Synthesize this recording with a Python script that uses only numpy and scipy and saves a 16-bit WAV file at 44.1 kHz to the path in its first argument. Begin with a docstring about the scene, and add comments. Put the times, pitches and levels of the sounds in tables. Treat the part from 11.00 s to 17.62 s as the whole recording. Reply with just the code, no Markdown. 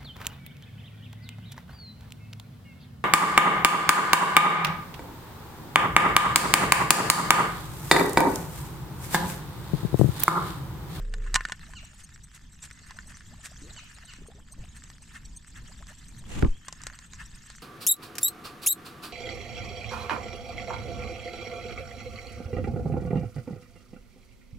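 """Baitcasting reel on a river boat

Heard close by, a spool whirs out as a low shake and a rough tone, and its clutch clacks in as ringing cracks.
The line is wound back with gear grind, hiss and ticks: quick tugs zip as bands of noise, and line snapping
taut whistles as a gliding tone. Water laps at the hull as thuds and rising bubble tones; birds call
in gliding tones, echoed from the trees. Late on, a sleeve brushes a camera as shaped noise and bumps its case."""
import sys
import numpy as np
from scipy import signal
from scipy.fft import rfft, irfft, next_fast_len
from scipy.io import wavfile
from scipy.ndimage import uniform_filter1d, map_coordinates

SR = 44100
rng = np.random.default_rng(int(sys.argv[2]) if len(sys.argv) > 2 else 0)


def unload_audio(sound):
    """Save the sound as a 16-bit wav file, at the path given as the first command line argument."""
    columns = np.transpose(np.atleast_2d(sound))
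    # keep every value between -1 and 1, then stretch to whole-number steps
    steps = np.round(np.clip(columns, -1, 1) * 32767)
    wavfile.write(sys.argv[1], SR, steps.astype(np.int16))


N = 291942  # length in samples

# Levels in the tables are relative within a layer; each function adds its own offsets.
# low rumble, also the colour of the hull's thud: frequency_hz, gain_db
RUMBLE_SPECTRUM = [(20, -0.5), (55, 1), (90, -5.5), (165, -7.5), (230, -13.5), (300, -22), (400, -30.5),
                   (600, -39.5), (1000, -31), (2000, -65.5)]
# decay of the echo from the trees: frequency_hz, t60_s
TREE_DECAY = [(300, 1), (3000, 0.53), (9000, 0.12)]
# a bird's sharp falling calls: start_s, level_db
YELPS = [(0.76, -39), (2.7702, -38.5), (3.085, -42)]
# a thin whistle from the trees: start_s, level_db
FAR_NOTES = [(5.506, -62.5), (5.616, -65)]
NOTE_START_HZ, NOTE_RISE_HZ_PER_S, NOTE_S = 2970, 6500, 0.082
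# laps under the hull, with the largest air pocket of each: start_s, level_db, nominal pitch_hz, t60_s, thud_db
LAPS = [(2.619, -37.5, 281.5, 0.28, -63), (3.186, -37, 257, 0.093, -46), (3.285, -35.5, 466, 0.063, -47),
        (3.349, -46.5, 397, 0.21, -52), (3.566, -42.5, 289, .14, -40.5)]
THUD_RISE_S = 0.033  # time to the thud's peak
# small bubbles: greatest delay, ratio of their pitch and decay, and level relative to the large one
BREAKUP_S, SMALLER_RATIO, SMALLER_DB = .045, 1.6, -6.5

# the sleeve's sweep: time_s, rub_db, swish_db
SLEEVE_SWEEP = [(5.22, -61, -70), (5.30, -43, -49.5), (5.34, -41, -44), (5.385, -27.5, -45),
                (5.42, -36, -45), (5.45, -18, -55), (5.50, -47.5, -58.5), (5.57, -60, -75),
                (5.64, -68, -80)]
# low rub and bright swish of cloth: frequency_hz, gain_db
RUB_SPECTRUM = [(20, 1), (60, -5), (110, -5.5), (250, -13.5), (400, -21), (600, -39), (1200, -31),
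                (2500, -80)]
SWISH_SPECTRUM = [(290, -32), (500, -3), (586, -6.5), (968, -7.5), (1060, -14), (1180, -9), (2840, -7),
                  (5280, -19), (7130, -11.5), (15500, -36)]
# bumps on the camera: start_s, push_db, push time scale_s, knock_db, tick_db
BUMPS = [(5.4248, -17.5, 0.0012, -16, -18.5), (5.43, -9, 0.0032, -23, -48), (5.446, -38, 0.0018, -20, -31),
         (5.48, -16.5, 0.0086, -37.5, -65)]
# resonances of the camera case: frequency_hz, width_hz, gain_db
CASE_RESONANCES = [(145, 48, -3), (252, 91, -0.5), (314, 50, 0.5), (437, 78, -5), (750, 560, -24.5)]

# course of the winding: time_s, line hiss_db, gear_db
WINDING = [(0.0, -65, -67), (0.18, -64, -67), (0.35, -59.5, -54.5), (0.61, -59.5, -64), (1.58, -62.5, -72),
           (1.82, -59, -59), (2.4, -58.5, -66.5), (2.63, -56, -63.5), (3.02, -57.5, -61.5),
           (3.37, -65, -72), (3.82, -60, -68), (4.44, -61.5, -70), (4.68, -59, -64.5), (5.18, -58, -69),
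           (5.53, -64, -71.5), (5.71, -60, -61), (5.86, -58.5, -58), (6.62, -58, -65.5)]
# resonances of the reel's housing: frequency_hz, width_hz, gain_db
HOUSING_RESONANCES = [(1260, 440, -8), (1799, 154, 0), (2022, 8, 3.5), (2136, 11.5, 0), (2445, 26, -11),
                      (2706, 270, -9)]
# hiss of the running line: frequency_hz, gain_db
HISS_SPECTRUM = [(1180, -12.5), (2000, -8), (2350, -2), (2770, -4), (3070, 0), (3770, -1.5), (5450, -2),
                 (5990, -2.5), (7170, 1.5), (8010, 1.5), (8580, -6), (10400, -22), (11900, -13.5),
                 (15500, -37)]
# line biting onto the spool: nominal time_s, level_db, gear_db relative to that level
RASPS = [(0.709, -50, -37), (0.999, -45.5, -27), (1.355, -43, -14.5), (1.643, -38, -16.5),
         (2.1, -45.5, -14), (2.453, -35.5, -14), (3.764, -47, -10), (4.161, -45, -5.5),
         (4.572, -51.5, -0.5), (4.895, -48, -7), (6.206, -47, -0.5)]
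# colour of a rasp: frequency_hz, gain_db
RASP_SPECTRUM = [(1470, -12), (2500, -2), (2780, -11), (3100, -4.5), (4640, -6.5), (8160, 1.5),
                 (9010, -5.5), (12200, -14.5), (15500, -27)]
RASP_HALF_S = .018  # from a rasp's peak to 1/e of it
# spells of even cranking, with repeated tugs: first_tug_s, last_tug_s, approximate rate_per_s, level_db
CRANKING = [(0.847, 1.241, 10.3, -42), (1.526, 1.728, 10.2, -40.5), (1.867, 2.275, 9.8, -42),
            (2.515, 3.162, 9.3, -42), (3.271, 4.023, 7.9, -44.5), (4.138, 4.478, 8.8, -42.5),
            (4.578, 5.291, 9.8, -43.5), (5.574, 5.659, 11, -45.5), (5.957, 6.559, 9.9, -45)]
TUG_SCATTER_DB, TUG_JITTER_S = 3.5, .002  # standard deviations from tug to tug
# slack line snapping taut: nominal time_s, level_db
SNATCHES = [(0.699, -48), (0.844, -45.5), (0.944, -50), (1.972, -48), (2.076, -47), (2.117, -48.5),
            (2.339, -47), (2.401, -47), (2.524, -46.5), (2.718, -47), (2.777, -45), (2.837, -51.5),
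            (2.983, -51), (3.048, -50), (3.261, -48), (3.394, -47), (3.534, -49.5), (3.646, -43),
            (4.023, -53), (4.716, -47), (4.824, -43), (4.924, -44.5), (5.235, -52), (5.937, -46.5)]
# base pitch, rise above it at the snatch, and nominal lead of the sag on the snatch
SLACK_HZ, TAUT_RISE_HZ, SAG_LEAD_S = 547, 369.7, 0.036

# loudest metal contacts in the reel: nominal start_s, level_db, body_db, frame_db (last two relative to level)
CONTACTS = [(0.138, -25, -4, -25), (0.263, -40, 3, -4), (0.342, -6.5, -24, -30), (0.3521, -7.5, -16, -23),
            (0.357, -1.5, -12.5, -18), (0.407, -28.5, 6, -27), (0.451, -19, 0.5, -36),
            (0.485, -28, -4, -21), (0.496, -30, -4, -2.5), (0.52, -16.5, -1, -25.5), (0.735, -35, -3, -7),
            (1.625, -40, -24, -14), (1.71, -30, -5, -35), (1.907, -30.5, -6, -8.5),
            (1.987, -33.5, 7.5, -16), (2.169, -37, -29, -23), (2.206, -37.5, -0.5, -26),
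            (3.135, -30.5, -16, -15), (3.837, -31.5, -30, -32), (3.9, -32, -13, -39),
            (4.868, -35.5, -29, -23), (5.682, -20, -12, -13.5), (5.725, -23, -16, -17.5),
            (5.816, -30.5, -30, -30), (5.835, -25, -28, -30), (5.867, -18, -17, -25),
            (5.899, -40.5, 5.5, -6), (5.988, -30, -18, -18), (6.133, -29.5, -16, -15.5),
            (6.5, -29.5, -10, -17.5)]
# modes of the reel's frame and side plates: frequency_hz, level_db, undamped t60_s
REEL_MODES = [(860, -16.5, 0.063), (1043, -5, 0.12), (1190, -7.5, 0.057), (1380, -44, 0.037),
              (1479, -4, 0.059), (1780, 2.5, 0.03), (1770, -9.5, 0.11), (1860, -14, 0.025),
              (2860, -2, 0.034), (3100, -10.5, 0.028), (4025, -5.5, 0.028), (4120, -23, 0.061),
              (4830, -25, .035), (6150, -3, 0.0063), (6700, -46, 0.017), (7600, -12, 0.017)]
# colour of a metal crack: frequency_hz, gain_db
CRACK_SPECTRUM = [(150, -6), (400, -12), (620, -10), (1100, -3.5), (1750, 2.5), (2400, -3), (3000, -16.5),
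                  (3450, -6), (4000, -4.5), (5100, -5.5), (8000, -4), (10500, -22.5), (12200, -25),
                  (15500, -54)]
# the free spool: time_s, shake_db, whirr_db, whirr pitch_hz
FREE_SPOOL = [(0.0, -35.5, -60, 396), (0.09, -36.5, -59, 431), (0.252, -35, -58.5, 417),
              (0.318, -37, -61, 373), (0.33, -32, -66, 396)]

TOP_HZ = 15750  # upper limit of the band


def amp(db):
    """Logarithmic level: decibels to gain."""
    return 10 ** (np.asarray(db) / 20)


def unit(x):
    """Power normalization: scaled to rms 1."""
    return x / np.sqrt(np.mean(x ** 2) + 1e-20)


def crest(x):
    """Peak normalization: scaled to peak 1."""
    return x / (np.abs(x).max() + 1e-20)


def along(points, hz):
    """Interpolation of (Hz, value) points on a log-frequency axis."""
    f, v = np.transpose(points)
    return np.interp(np.log(hz + 1), np.log(f + 1), v)


def curves(rows):
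    """Linear interpolation in time: one curve for each column after the time."""
    s, *columns = np.transpose(rows)
    return [np.interp(np.arange(N) / SR, s, column) for column in columns]


def during(rows, fade):
    """Exponential gating: 1 over the span of a table, dying away outside it."""
    t = np.arange(N) / SR
    outside = np.abs(t - np.clip(t, rows[0][0], rows[-1][0]))
    return np.exp(-outside / fade)


def wobble(rate, size=N):
    """Band-limited randomness: a smooth random curve, rate knots a second."""
    knots = rng.standard_normal(int(size * rate / SR) + 4)
    return map_coordinates(knots, [np.arange(size) * rate / SR])


def phase(hz):
    """Phase as the running integral of a moving pitch."""
    return 2 * np.pi * np.cumsum(hz) / SR


def scrape(hz, width, size):
    """Quadrature modulation: a narrow band of noise around a moving pitch."""
    turn = phase(hz)
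    return wobble(width, size) * np.cos(turn) + wobble(width, size) * np.sin(turn)


def filtered(x, response):
    """Linear filtering: the spectrum times a response of frequency."""
    n = x.shape[-1]
    m = next_fast_len(n + 8192)
    return irfft(rfft(x, m) * response(np.fft.rfftfreq(m, 1 / SR)), m)[..., :n]


def colour(points):
    """Minimum phase: a causal response with the gain of (Hz, dB) points."""
    def response(hz):
        # folding the cepstrum forward in time gives the minimum phase
        cepstrum = irfft(np.log(amp(along(points, hz)) + 1e-6))
        half = len(cepstrum) // 2
        cepstrum[1:half] *= 2
        cepstrum[half + 1:] = 0
        return np.exp(rfft(cepstrum))
    return response


def resonant(peaks):
    """Modal superposition: (Hz, width, dB) resonances summed with alternating sign."""
    def response(f):
        total = 0
        for k, (centre, width, db) in enumerate(peaks):
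            mode = 1j * f * width / (centre * centre - f * f + 1j * f * width)
            total = total + (-1) ** k * amp(db) * mode
        return total
    return response


def pair(side_db, size=N):
    """Partial coherence: white noise in two channels, partly alike."""
    mid, side = rng.standard_normal((2, size))
    return np.array([mid + amp(side_db) * side, mid - amp(side_db) * side])


def noise(response, side_db):
    """Spectral shaping: coloured stereo noise of rms 1."""
    return unit(filtered(pair(side_db), response))


def pan(db):
    """Interchannel level difference: channel gains, positive db to the left."""
    return amp(np.array([[db], [-db]]) / 2)


def add(track, s, sound):
    """Superposition: mix a sound in at time s."""
    i = max(round(s * SR), 0)
    part = track[..., i:i + sound.shape[-1]]
    part += sound[..., :part.shape[-1]]


def air():
    """Low-frequency noise: the rumble of breeze and handling, slowly varying in level."""
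    return amp(-49.5 + 2.54 * wobble(9)) * noise(colour(RUMBLE_SPECTRUM), side_db=-13.5)


def birds():
    """Harmonic voicing and diffuse echo: nasal falling yelps and a thin rising whistle off the wooded bank."""
    calls, t = np.zeros(N), np.arange(SR // 14) / SR
    for s, db in YELPS:
        falling_hz = 1530 - 330 * (t / 0.037) ** 2
        turn = phase(falling_hz * (1 + 0.0283 * wobble(400, len(t))))
        harmonics_db = [-8.0, 3, -2.5, -13.5, -3.5]
        yelp = sum(amp(level) * np.sin(k * turn) for k, level in enumerate(harmonics_db, 1))
        swell = np.exp(-((t - .023) / 0.022) ** 2)
        add(calls, s - .008, amp(db - 14.5) * yelp * swell)

    t = np.arange(round(NOTE_S * SR)) / SR
    for s, db in FAR_NOTES:
        note = np.sin(phase(NOTE_START_HZ + NOTE_RISE_HZ_PER_S * t))
        add(calls, s, amp(db) * np.sin(np.pi * t / NOTE_S) * note)

    # the echo is noise that decays at a different rate in each band
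    f, age, z = signal.stft(rng.standard_normal((2, SR)), SR, nperseg=256)
    decay = amp(-60 * age / along(TREE_DECAY, f)[:, None])
    tail = signal.istft(z * decay, SR, nperseg=256)[1]
    echo = signal.fftconvolve(calls[None], tail / np.linalg.norm(tail[0]), axes=1)[:, :N]
    return amp(4) * calls + amp(1.5) * echo


def water():
    """Bubble resonance: laps thud on the hull and trap air whose tones rise as it nears the surface."""
    out, t = np.zeros((2, N)), np.arange(SR // 6) / SR
    for s, db, hz, t60, thud_db in LAPS:
        thud = unit(filtered(pair(side_db=-21, size=len(t)), colour(RUMBLE_SPECTRUM)))
        thud_swell = (t / THUD_RISE_S) ** 2 * np.exp(2 - 2 * t / THUD_RISE_S)
        add(out, s, amp(thud_db) * thud * thud_swell)

        # the pocket breaks into two smaller bubbles
        bubbles = [(s, db, hz, t60)]
        for late, high in rng.random(size=(2, 2)):
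            small_hz = hz * SMALLER_RATIO ** (.5 + high)
            bubbles.append((s + BREAKUP_S * late, db + SMALLER_DB, small_hz, t60 / SMALLER_RATIO))
        for start, level, pitch, life in bubbles:
            rising_hz = pitch * (.95 + 5 * t)
            bubble = np.sin(phase(rising_hz)) + .3 * scrape(rising_hz, 200, len(t))
            envelope = amp(level - 7.5 - 60 * t / life) * (1 - np.exp(-t / 0.00035))
            add(out, start, envelope * bubble * pan(3.0))
    return out


def sleeve():
    """Friction and impact: cloth sweeps over the camera, then pushes and knocks its case, knocks to the right."""
    rub_db, swish_db = curves(SLEEVE_SWEEP)
    rub = amp(rub_db + 2 + 2.4 * wobble(50)) * noise(colour(RUB_SPECTRUM), side_db=-4.5)
    swish = amp(swish_db + 2.1 * wobble(200)) * noise(colour(SWISH_SPECTRUM), side_db=-1.5)
    out = (rub + swish) * during(SLEEVE_SWEEP, fade=0.022)

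    t = np.arange(SR // 6) / SR
    tick_resonance = resonant([(1600, 1900, 0)])
    for s, push_db, length, knock_db, tick_db in BUMPS:
        u = t / length
        push = crest(u * (2 - u) * np.exp(-u) * (1 - np.exp(-u)))
        knock_burst = pair(side_db=-0.5, size=len(t)) * amp(-60 * t / 0.05)
        knock = crest(filtered(knock_burst, resonant(CASE_RESONANCES)))
        tick_burst = pair(side_db=-9, size=len(t)) * amp(-60 * t / 0.01)
        tick = crest(filtered(tick_burst, lambda f: tick_resonance(f) ** 3))
        bump = amp(push_db) * push * pan(1.7) + amp(knock_db) * knock * pan(-11.5) + amp(tick_db) * tick
        add(out, s, bump)
    return out


def grit():
    """Random impulses: tiny ticks of the gears and of settling line, louder where the line hisses louder."""
    hiss_db = curves(WINDING)[0]
    strength = amp(5 * np.minimum(rng.exponential(size=N), 2.4))
    ticks = (rng.random(N) < 30 / SR) * strength  # 30 a second on average
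    t = np.arange(SR // 100) / SR
    burst = filtered(pair(side_db=-9, size=len(t)) * amp(-60 * t / 0.003), colour(CRACK_SPECTRUM))
    thin = crest(filtered(burst, colour([(500, -20), (1300, 0)])))
    return signal.fftconvolve((ticks * amp(hiss_db + 9))[None], thin, axes=1)[:, :N]


def winding():
    """Friction noise and resonance: gears grind in the housing and line hisses on, rasping where it bites."""
    hiss_db, gear_db = curves(WINDING)
    t = np.arange(N) / SR
    rasp, grind = np.zeros(N), np.zeros(N)
    for s, db, body_db in RASPS:
        swell = amp(db) * np.exp(-((t - s - .003) / RASP_HALF_S) ** 2)
        rasp += swell
        grind += swell * amp(body_db)

    surge = wobble(22)  # shared by gears and hiss
    gear_level = amp(gear_db + 2.0 + 2.7 * surge + 3.74 * wobble(120)) + amp(3) * grind
    gears = noise(resonant(HOUSING_RESONANCES), side_db=-5.0) * gear_level

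    # the line rubs on ever new spots, so its hiss comes in short patches of pitch
    z = signal.stft(noise(colour(HISS_SPECTRUM), side_db=-6), nperseg=256)[2]
    patches = uniform_filter1d(rng.standard_normal(z.shape[1:]), size=4, axis=0)
    patches = unit(uniform_filter1d(patches, size=5, axis=1))
    hiss = unit(signal.istft(z * amp(5.3 * patches), nperseg=256)[1][:, :N])
    hiss = hiss * amp(hiss_db + 1.08 + 0.99 * surge + 1.2 * wobble(400))

    grain = amp(3.5 * wobble(700))
    rasping = amp(-8) * grain * rasp * noise(colour(RASP_SPECTRUM), side_db=-8.0)
    return gears + hiss + rasping


def whistles():
    """Pitch follows tension: the slack line sags, then snaps taut and its whistle shoots upward."""
    out, t = np.zeros((2, N)), np.arange(-SR // 16, SR // 30) / SR
    for s, db in SNATCHES:
        pace = np.exp(.2 * rng.normal())  # no two snatches are alike
        sag = np.exp(np.minimum(-(t / pace + SAG_LEAD_S) / .005, 1))
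        tightening = np.exp(np.minimum(t / (0.0075 * pace), 2))
        hz = SLACK_HZ + TAUT_RISE_HZ * (tightening + sag)
        swell = np.exp(-(t / (pace * np.where(t < 0, .021, .016))) ** 2)
        song = np.sin(phase(hz)) + .5 * scrape(hz, 450, len(t))
        level = amp(db - 12.5 + 2.9 * wobble(198, len(t)))
        add(out, s + t[0] + 0.00199, level * swell * song)
    return out


def zips():
    """Periodic friction: at each tug the braid scrapes over the guides, in rough partials that arch in pitch."""
    out, t = np.zeros((2, N)), np.arange(-SR // 20, SR // 20) / SR
    for first, last, rate, db in CRANKING:
        for s in np.linspace(first, last, round((last - first) * rate) + 1):
            arch = 1 + rng.uniform(0, .07) * np.tanh(t / .014) - (t / .11) ** 2
            hz = 2030 * (1 + 0.049 * rng.normal()) * arch
            song = np.zeros(len(t))
            # partials 2 to 6; the fundamental is absent
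            for k, level in zip(np.arange(2, 7), [-7.5, 2.5, 6.5, -40, -11]):
                song += amp(level + rng.normal(0, 2)) * scrape(k * hz, 260 * k, len(t))
            swell = amp(db - 17.5 + TUG_SCATTER_DB * rng.normal()) * np.exp(-(t / 0.0084) ** 2)
            add(out, s + t[0] + 0.0023 + TUG_JITTER_S * rng.normal(), swell * song)
    return out


def clicks():
    """Impact excites modes: each crack rings the reel's body; the gripping hand damps all but the hardest."""
    out, t = np.zeros((2, N)), np.arange(SR // 6) / SR
    for s, db, body_db, frame_db in CONTACTS:
        decay = amp(-60 * t / 0.0081) + amp(-12.5 - 60 * t / 0.038)
        burst = pair(side_db=-11, size=len(t)) * decay * (1 - np.exp(-t / 0.00044))
        # light parts that hardly move the body give a thin, bright tick
        thin_db = np.interp(body_db, [-26, -12, 0], [-7, 0, 5])
        tilt = colour([(3500, thin_db), (5500, 0)])
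        crack = filtered(burst, lambda f: colour(CRACK_SPECTRUM)(f) * tilt(f))
        crack /= np.sqrt(np.mean(np.sum(crack ** 2, axis=1)))  # unit energy per channel on average

        freedom = np.interp(db, [-20, -9], [.45, 1])  # share of the undamped decay time
        ring = np.zeros((2, len(t)))
        for hz, level, t60 in REEL_MODES:
            # the frame governs low modes, the body the middle ones
            strength_db = np.interp(hz, [1200, 1447, 2250, 3280], [frame_db + 6, body_db, body_db, -9])
            start_phase = rng.uniform(0, 2 * np.pi) + rng.normal(0, 0.62, (2, 1))
            swing = np.sin(2 * np.pi * hz * t + start_phase)
            ring += amp(level + strength_db + rng.normal(0, 1.3) - 60 * t / (t60 * freedom)) * swing
        ring *= 1 - np.exp(-t / 0.0001)
        add(out, s + .0008, amp(db + 9) * crack + amp(db - 5.5) * ring)
    return out * pan(-0.1)


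def spool():
    """Rotating imbalance: the free spool shakes the rod and whirs roughly until the clutch stops it."""
    shake_db, whirr_db, whirr_hz = curves(FREE_SPOOL)
    turn = phase(29.5 * (1 + 0.0074 * wobble(7.7)))  # about 29.5 turns per second
    shake = amp(shake_db + 8) * (np.cos(turn) + amp(-21.5) * np.cos(3 * turn))
    whirr = np.sin(phase(whirr_hz)) + .8 * scrape(1.08 * whirr_hz, 220, N)
    whirr = amp(whirr_db + 1.0) * unit(whirr)
    return (shake * during(FREE_SPOOL, fade=0.062) + whirr * during(FREE_SPOOL, fade=.01)) * pan(-.6)


def scene():
    """Superposition: river and bank behind, sleeve at the camera, reel and line close by."""
    surroundings = air() + birds() + water()
    reel = grit() + winding() + whistles() + zips() + clicks() + spool()
    return surroundings + sleeve() + reel


def record(dry):
    """Band limitation: nothing at or above TOP_HZ passes."""
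    return filtered(dry, lambda hz: hz < TOP_HZ)


dry = scene()
out = record(dry)
unload_audio(out)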